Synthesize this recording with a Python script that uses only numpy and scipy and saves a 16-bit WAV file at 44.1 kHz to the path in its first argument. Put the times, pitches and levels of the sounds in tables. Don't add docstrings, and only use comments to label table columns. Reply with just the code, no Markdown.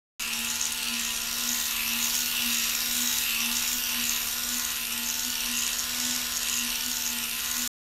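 import sys
import numpy as np
from scipy import signal
from scipy.fft import rfft, irfft, next_fast_len
from scipy.io import wavfile
from scipy.ndimage import uniform_filter1d

SR = 44100
rng = np.random.default_rng(int(sys.argv[2]) if len(sys.argv) > 2 else 0)


def boost(x):
    u = np.asarray(x, float) / 20
    return 10 ** u


def dump_mix(stems):
    frames = np.atleast_2d(stems).T
    limited = np.clip(frames, -1, 1)
    pcm = np.round(limited * 32767).astype(np.int16)
    wavfile.write(sys.argv[1], SR, pcm)


N = 349272

START_S, TURN_S, STOP_S, WORST_BLOW_S = .1955, 6.08225, 7.6762, .9433
GEAR_RATIO, WEAR_CYCLE_TURNS = 8 / 26, 13
STRIDE_TURNS, STEP_S, INERTIA_S = 364, .76, .08
ROOM_DB = -52
SHELL_HZ, SHELL_LOW_HZ, STRUT_HZ = 6610, 5760, 4560
TOP_BAND_HZ, CEILING_HZ = 14450, 15760

# (t/s, speed/(turns per s))
SHAFT_SPEED = [(.19, 232.1), (.39, 231), (.55, 236.3), (.79, 239.6), (1.13, 231.3), (1.47, 241),
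               (1.86, 231.4), (2.25, 243.6), (2.63, 234.2), (3.0, 243.6), (3.36, 232.2), (3.75, 245),
               (4.21, 235.3), (4.56, 244.3), (4.91, 234.6), (5.27, 245), (5.68, 237), (6.09, 247)]
# (pose/shaft turns, level/dB, rise/turns, fall/turns, gain per stride/dB)
HUM_POSES = [(2, -38, 16, 38, 0), (138.2, -36.5, 28, 15.6, 0.5), (194.5, -42, 8.7, 9.9, -3.5),
             (260.4, -39, 33, 32, 0)]
PINION_POSES = [(104, 2.3, 29, 49, 0), (258, 1.2, 12, 17, 0), (337, 3, 25, 46, 0)]
SEATED_POSES = [(160, 2.5, 32, 40, 0), (240, 3, 50, 50, .3), (345, 2.5, 28, 35, .5)]
FRAME_POSES = [(7, -42, 8.6, 51, 1), (107.2, -32, 28, 6.6, -0.21), (142.2, -29.5, 32, 41.4, 0),
               (197, -43, 24, 21, -1), (290, -29.5, 57.5, 39, 0.15)]
CASE_POSES = [(102.3, -31.5, 28, 61, 0.7), (209, -37, 22, 60, 1.8), (270, -34, 5, 13, 0.89),
              (342.4, -32, 37, 89, 1)]
SHELL_POSES = [(2, -30, 62, 34.5, 0.1), (69, -36, 20, 23, -1.6), (116.4, -30.5, 32, 17, -0.61),
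               (210.3, -30, 26.5, 19, -0.36), (240, -28, 12, 12, 0)]
SHELL_LOW_POSES = [(30, -35.5, 51, 90, 0.5), (169, -37.5, 62, 23, -2.5), (212.4, -36.5, 33, 49, -0.5),
                   (276, -33, 11, 11, 0)]
STRUT_POSES = [(140.6, -43.5, 15, 32, 0.94)]
FEET_POSES = [(1, -56, 6, 6.7, -2), (24, -54.5, 29, 37, 0), (86, -55.5, 52, 12, 0), (153, -58, 16, 15, 0),
              (336, -75, 20, 18, 0.0047)]
# (shaft order, level/dB)
MESH_ORDERS = [(2, -60.3), (3, -60.8), (6, -51.6), (7, -58.2), (8, -52.3), (9, -60.1), (13, -56.2),
               (16, -46.5), (17, -57.0), (21, -55.3), (24, -49.7), (32, -51.6), (40, -56.5)]
# (gear order, level/dB)
GEAR_ORDERS = [(6, -83), (8, -79), (9, -68), (12, -56.5), (14, -55), (16, -59), (18, -57.5), (21, -78),
               (24, -55.5), (27, -59), (35, -87.5), (36, -51), (37, -51.5), (38, -52.5), (40, -52),
               (49, -58.5), (54, -64.5), (80, -74)]
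# (shaft order, level/dB)
BRUSH_ORDERS = [(42, -57.2), (46, -59.3), (48, -55.9), (49, -48.4), (50, -52.9), (51, -54.6), (52, -53.4),
                (53, -47.4), (54, -46.6), (55, -50.6), (56, -58.4), (57, -46.5), (58, -49.9), (59, -51.0),
                (60, -66.9), (62, -55.2), (63, -60.4), (64, -60.0), (65, -64.5), (66, -62.5)]
# (position/shaft turns, blow over the rattle/dB)
WORN_TEETH = [(0.5, 14), (13.5, 3), (4, 2), (-0.5, -2), (-1, 2.5), (6, -1), (10.5, 6), (-3.5, -6.5), (9, 3)]
# (t/s, level/dB, brightness/dB)
HARD_BLOWS = [(0.6154, -10, -19), (0.6436, -15, -9), (0.656, -13, -13), (0.6702, -26, -10),
              (0.7263, -22, 10), (0.888, -23.5, -5), (0.9433, -23, -4), (0.9994, -14, -12),
              (1.1667, -22.5, 1), (1.2213, -24, 6), (1.9357, -18, -12), (2.1512, -16, -22),
              (2.535, -22, -25.5), (2.6273, -18, -11), (2.6986, -19, -24), (2.7547, -15, -12),
              (3.187, -12, -16), (3.299, -15.5, -18), (3.569, -14.5, -24), (3.898, -15, -16),
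              (4.0416, -14, -18), (4.096, -9, -20), (4.5853, -19, 4), (4.766, -15, -17),
              (5.0757, -22.5, -23), (5.5748, -14, -9.5), (5.5985, -20, -24), (5.629, -29, -14.5),
              (5.667, -12, -16.5), (5.7935, -11.5, -7)]
# (f/Hz, density/(dB per Hz))
RATTLE_SPECTRUM = [(400, -25.5), (700, -22.5), (1000, -11.5), (2150, -9.5), (2700, -2.5), (3300, -3.5),
                   (3850, -5), (4700, -5), (6500, -8.5), (9000, -9), (11800, -8.5), (12700, -13),
                   (14300, -21.5), (15800, -24.5)]
# (f/Hz, density/(dB per Hz))
ROOM_SPECTRUM = [(8.8, -42), (15, -1), (49, -4), (178, -16.5), (237, -10.5), (298, -17.5), (413, -22.5),
                 (450, -18.5), (580, -48.5), (990, -120)]
# (f/Hz, width/Hz, level/dB)
HOLLOWS = [(10330, 210, -7.5), (8150, 320, 1), (13100, 180, -16)]
# (t/s, level/dB)
NEARNESS = [(.2, -3), (1.2, -2.5), (2.2, 0.5), (3.4, 0.5), (4.8, -4), (6.09, -1)]
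# (t/s, brush song level/dB)
FACING = [(.2, -45.5), (1.1, -45), (1.6, -36.5), (2.3, -35), (3.8, -36), (4.9, -38.5), (5.9, -41),
          (6.09, -41)]
# (t/s, length/samples)
TIME_SKIPS = [
    (2.69, 50),
    (5.405, 128),
    (6.785, 69),
]
# (f/Hz, level/dB)
TREBLE_THRESHOLD = [(6500, -95), (8000, -72.5), (10400, -72), (12000, -72), (13500, -70), (14300, -68),
                    (15700, -69)]
# (t/s, level/dB)
TOP_BAND_LOSS = [(0, -29), (1.5, -21), (1.7, 2.5), (3.55, -5.5), (3.6, 3.5), (7.7, 2)]


def shaft_rotation():
    speed = uniform_filter1d(curves(SHAFT_SPEED)[0], size=int(INERTIA_S * SR))
    return speed, np.cumsum(speed) / SR


def motor_hum(run_turns, near_db):
    level_db = swells(run_turns, HUM_POSES, -53.5, 0.93) + .9 * near_db
    return np.sqrt(2) * boost(level_db) * np.cos(2 * np.pi * run_turns)


def brush_song(turns, slack):
    song = evened(tones(turns + .0005 * slack, BRUSH_ORDERS, 2.4, 10.5, locked=True))
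    return boost(curves(FACING)[0] - 0.3) * song


def pinion_mesh(turns, run_turns, slack, drag, case_db):
    shaft_turns = turns + 0.004 * slack
    shaft = tones(shaft_turns, MESH_ORDERS[:2], 1.02, 12.)
    shaft += boost(1.1 - .55 * drag) * tones(shaft_turns, MESH_ORDERS[2:4], 1.1, 12.)
    tooth_db = swells(run_turns, PINION_POSES, -8, 3.) + .5
    shaft += boost(tooth_db) * tones(shaft_turns, MESH_ORDERS[4:5], 1.5, 16.)
    mesh_db = -2.5 + .9 * (case_db - case_db.mean())
    return shaft + boost(mesh_db) * tones(turns + .009 * slack, MESH_ORDERS[5:], 2.5, 16.)


def gear_tones(turns, run_turns, slack, drag, frame_db):
    gear_turns = turns * GEAR_RATIO + 0.0043 * slack
    low = boost(swells(run_turns, SEATED_POSES, -8, 3.)) * tones(gear_turns, GEAR_ORDERS[:4], 2.2, 25.)
    middle = boost(0.28 * drag) * tones(gear_turns, GEAR_ORDERS[4:10], 3.9, 20.5)
    high = boost(frame_db - frame_db.mean()) * tones(gear_turns, GEAR_ORDERS[10:], 1.9, 11.0)
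    return low + middle + high


def gear_throb(turns):
    wobble = 2 * np.pi * (turns - .9) * GEAR_RATIO
    return np.cos(wobble) + 0.39 * np.cos(3 * wobble)


def blow(t60, rise_s):
    t = np.arange(600) / SR
    return boost(-60 * t / t60) * (1 - np.exp(-t / rise_s))


def chatter(turns, share):
    flaws, share = rng.standard_normal(600), np.clip(share, 0, 1)
    again = flaws[(turns * GEAR_RATIO % 1 * len(flaws)).astype(int) % len(flaws)]
    return np.sqrt(share) * again + np.sqrt(1 - share) * rng.standard_normal(N)


def tooth_blows(turns, throb_db, spread_db, grit_db, grit_per_s):
    grit = rng.random(N) < grit_per_s / SR
    hits = boost(grit_db + 4.4 * np.minimum(rng.exponential(1, N), 3.5)) * grit
    for turn, db in WORN_TEETH:
        at = np.flatnonzero(np.diff(np.floor((turns - turn + 0.19) / WEAR_CYCLE_TURNS)))
        hits[at] += boost(db + spread_db * rng.standard_normal(200)[:len(at)])
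    envelope = boost(throb_db) + signal.oaconvolve(hits, blow(0.007, 0.0004))[:N]
    return evened(envelope * chatter(turns, 0.05))


def gear_rattle(throb, blows, near_db, case_db):
    whirr = boost(1.04 * throb) * rng.standard_normal(N)
    split = signal.butter(N=1, Wn=4000, fs=SR)
    rattle = signal.lfilter(*split, whirr) + blows - signal.lfilter(*split, blows)
    level_db = -31.5 + 0.47 * near_db + 0.043 * (case_db - case_db.mean())
    return boost(level_db) * patchy(coloured(rattle, RATTLE_SPECTRUM), 1.82)


def frame_ring(turns, speed, throb, frame_db):
    ring = resonate(chatter(turns, 0.13), 2717 + 22 * (speed - 238), 620)
    return boost(frame_db - 7.0) * patchy(boost(4.4 * throb) * ring, 1.8)


def case_ring(turns, throb, case_db):
    return boost(case_db - 9) * evened(boost(3.8 * throb) * resonate(chatter(turns, 0.052), 3815, 620))


def shell_ring(turns, run_turns, throb, near_db):
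    shaken = tooth_blows(turns, 3.5 * throb, 2.2, -5., 200.)
    high_db = swells(run_turns, SHELL_POSES, -46.5, 1.67)
    low_db = swells(run_turns, SHELL_LOW_POSES, -55.5, 1.8)
    shell = boost(high_db) * evened(resonate(shaken, SHELL_HZ, 1400))
    shell += boost(low_db) * evened(resonate(shaken, SHELL_LOW_HZ, 1000))
    band = signal.butter(N=3, Wn=(5100, 7700), btype="band", fs=SR, output="sos")
    shell = signal.sosfilt(band, shell)
    return boost(.7 * near_db - .5) * np.std(shell) * patchy(shell, 1.4)


def strut_ring(run_turns, blows):
    return boost(swells(run_turns, STRUT_POSES, -63.5, 2.)) * evened(resonate(blows, STRUT_HZ, 500))


def hard_knocks():
    s, db, bright_db = np.transpose(HARD_BLOWS)
    dull, bright, at = np.zeros(N), np.zeros(N), played(s * SR).astype(int) - 25
    dull[at], bright[at] = boost(db), boost(db + bright_db)
    puff = [signal.oaconvolve(v, blow(0.0074, 0.00058))[:N] for v in (dull, bright)]
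    a, b = rng.standard_normal((N, 2)).T
    ring = boost(0.1) * puff[0] * evened(resonate(a, 6580, 2100))
    return ring + boost(-4.5) * puff[1] * evened(resonate(b, 10000, 3400))


def feet(run_turns, near_db):
    level_db = swells(run_turns, FEET_POSES, -70, 1.6) + .4 * near_db
    return boost(level_db) * evened(resonate(rng.standard_normal(N), 615, 500))


def room():
    return boost(ROOM_DB) * evened(coloured(rng.standard_normal(N), ROOM_SPECTRUM))


def evened(x):
    return x / np.sqrt(np.mean(x ** 2) + 1e-20)


def played(sample):
    turn, lost = round(TURN_S * SR), 0
    for s, n in TIME_SKIPS:
        beyond_skip = (sample - s * SR) * (s - TURN_S) > 0
        same_side = (sample - turn) * (s - TURN_S) > 0
        lost = lost + n * (beyond_skip * same_side)
    return abs(sample - turn) + lost


def curves(rows):
    s, *columns = np.transpose(rows)
    return [np.interp(np.arange(N), played(s[::-1] * SR), c[::-1]) for c in columns]


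def swells(turns, rows, rest_db, peaked):
    at = turns[::100]
    power = boost(2 * rest_db)
    for turn, db, rise, fall, gain_db in rows:
        away = (at - turn + STRIDE_TURNS / 2) % STRIDE_TURNS - STRIDE_TURNS / 2
        stride = (at - away) / STRIDE_TURNS - 2
        drop_db = 10 * abs(away / np.where(away < 0, rise, fall)) ** peaked
        power = power + boost(2 * (db + gain_db * stride - drop_db))
    return np.interp(turns, at, 10 * np.log10(power))


def drift(count, hz):
    knots = np.arange(0, N + SR, SR / hz)
    return [np.interp(np.arange(N), knots, row) for row in rng.standard_normal((len(knots), count)).T]


def tones(turns, orders, waver_db, hz, locked=False):
    out, sample, knots = np.zeros(N), np.arange(float(N)), np.arange(0, N + SR, SR / hz)
    wavers = waver_db * rng.standard_normal((len(knots), len(orders))).T
    for (k, db), waver, phase in zip(orders, wavers, rng.random(len(orders))):
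        if locked:
            phase = k * k / 24
        angle = (2 * np.pi * ((k * turns + phase) % 1)).astype(np.float32)
        out += np.interp(sample, knots, boost(db + waver)) * np.cos(angle)
    return np.sqrt(2) * out


def coloured(x, points):
    size = next_fast_len(N)
    f, db = np.transpose(points)
    log_f = np.log(np.fft.rfftfreq(size, 1 / SR) + 1)
    return irfft(rfft(x, size) * boost(np.interp(log_f, np.log(f + 1), db)))[:N]


def resonate(x, hz, width_hz):
    turn = np.exp(2j * np.pi * np.cumsum(hz * np.ones(N)) / SR)
    r = np.exp(-np.pi * width_hz / SR)
    return (turn * signal.lfilter([(1 - r) ** 2], [1, -2 * r, r * r], x * turn.conj())).real


def patchy(x, patch_db):
    hz, s, z = signal.stft(x, SR, nperseg=512)
    patches = uniform_filter1d(rng.standard_normal(z.shape[::-1]).T, size=7, axis=0)
    patches = uniform_filter1d(patches, size=18, axis=1)
    hollow_db = sum(db * np.exp(-((hz - f) / width) ** 2) for f, width, db in HOLLOWS)
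    z = z * boost(patch_db * evened(patches) + hollow_db[:, None])
    return evened(signal.istft(z, nperseg=512)[1][:N])


def thinned(x):
    hz, s, z = signal.stft(x, SR, nperseg=1024, noverlap=768)
    power = uniform_filter1d(uniform_filter1d(abs(z) ** 2, size=4, axis=0), size=7, axis=1)
    flicker_db = 1.7 * rng.standard_normal(len(s))[np.arange(len(s)) // 6]
    top_db = np.interp(s, *np.transpose(TOP_BAND_LOSS)) + flicker_db
    limit_db = np.interp(hz, *np.transpose(TREBLE_THRESHOLD))[:, None] + np.outer(hz > TOP_BAND_HZ, top_db)
    kept = (power > boost(2 * limit_db)) & (hz < CEILING_HZ)[:, None]
    return signal.istft(z * kept, nperseg=1024, noverlap=768)[1][:N]


def scene():
    speed, run_turns = shaft_rotation()
    turns = run_turns - run_turns[int(played(WORST_BLOW_S * SR))]
    drag = uniform_filter1d(speed, size=int(STEP_S * SR)) - speed
    near_db = curves(NEARNESS)[0]
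    frame_db = swells(run_turns, FRAME_POSES, -45, 3.1) + 1.4 * near_db
    case_db = swells(run_turns, CASE_POSES, -49, 4.0) + 1.4 * near_db
    shaft_slack, gear_slack = drift(count=2, hz=59.17)
    throb = gear_throb(turns)
    blows = tooth_blows(turns, 1.0 * throb, 0.98, -1.5, 160.0)

    mix = motor_hum(run_turns, near_db) + brush_song(turns, shaft_slack)
    mix += pinion_mesh(turns, run_turns, shaft_slack, drag, case_db)
    mix += gear_tones(turns, run_turns, gear_slack, drag, frame_db)
    mix += gear_rattle(throb, blows, near_db, case_db)
    mix += frame_ring(turns, speed, throb, frame_db) + case_ring(turns, throb, case_db)
    mix += shell_ring(turns, run_turns, throb, near_db) + strut_ring(run_turns, blows)
    mix += hard_knocks() + feet(run_turns, near_db) + room()
    return mix[None]


def low_pass(x):
    return signal.sosfilt(signal.butter(12, 16720, fs=SR, output="sos"), x)


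def record(dry):
    sample = np.arange(N)
    heard = (sample > START_S * SR) & (sample < STOP_S * SR)
    run = dry[0, played(sample).astype(int)]
    finished = (thinned(run) * heard)[None]
    return low_pass(finished)


dry = scene()
out = record(dry)
dump_mix(out)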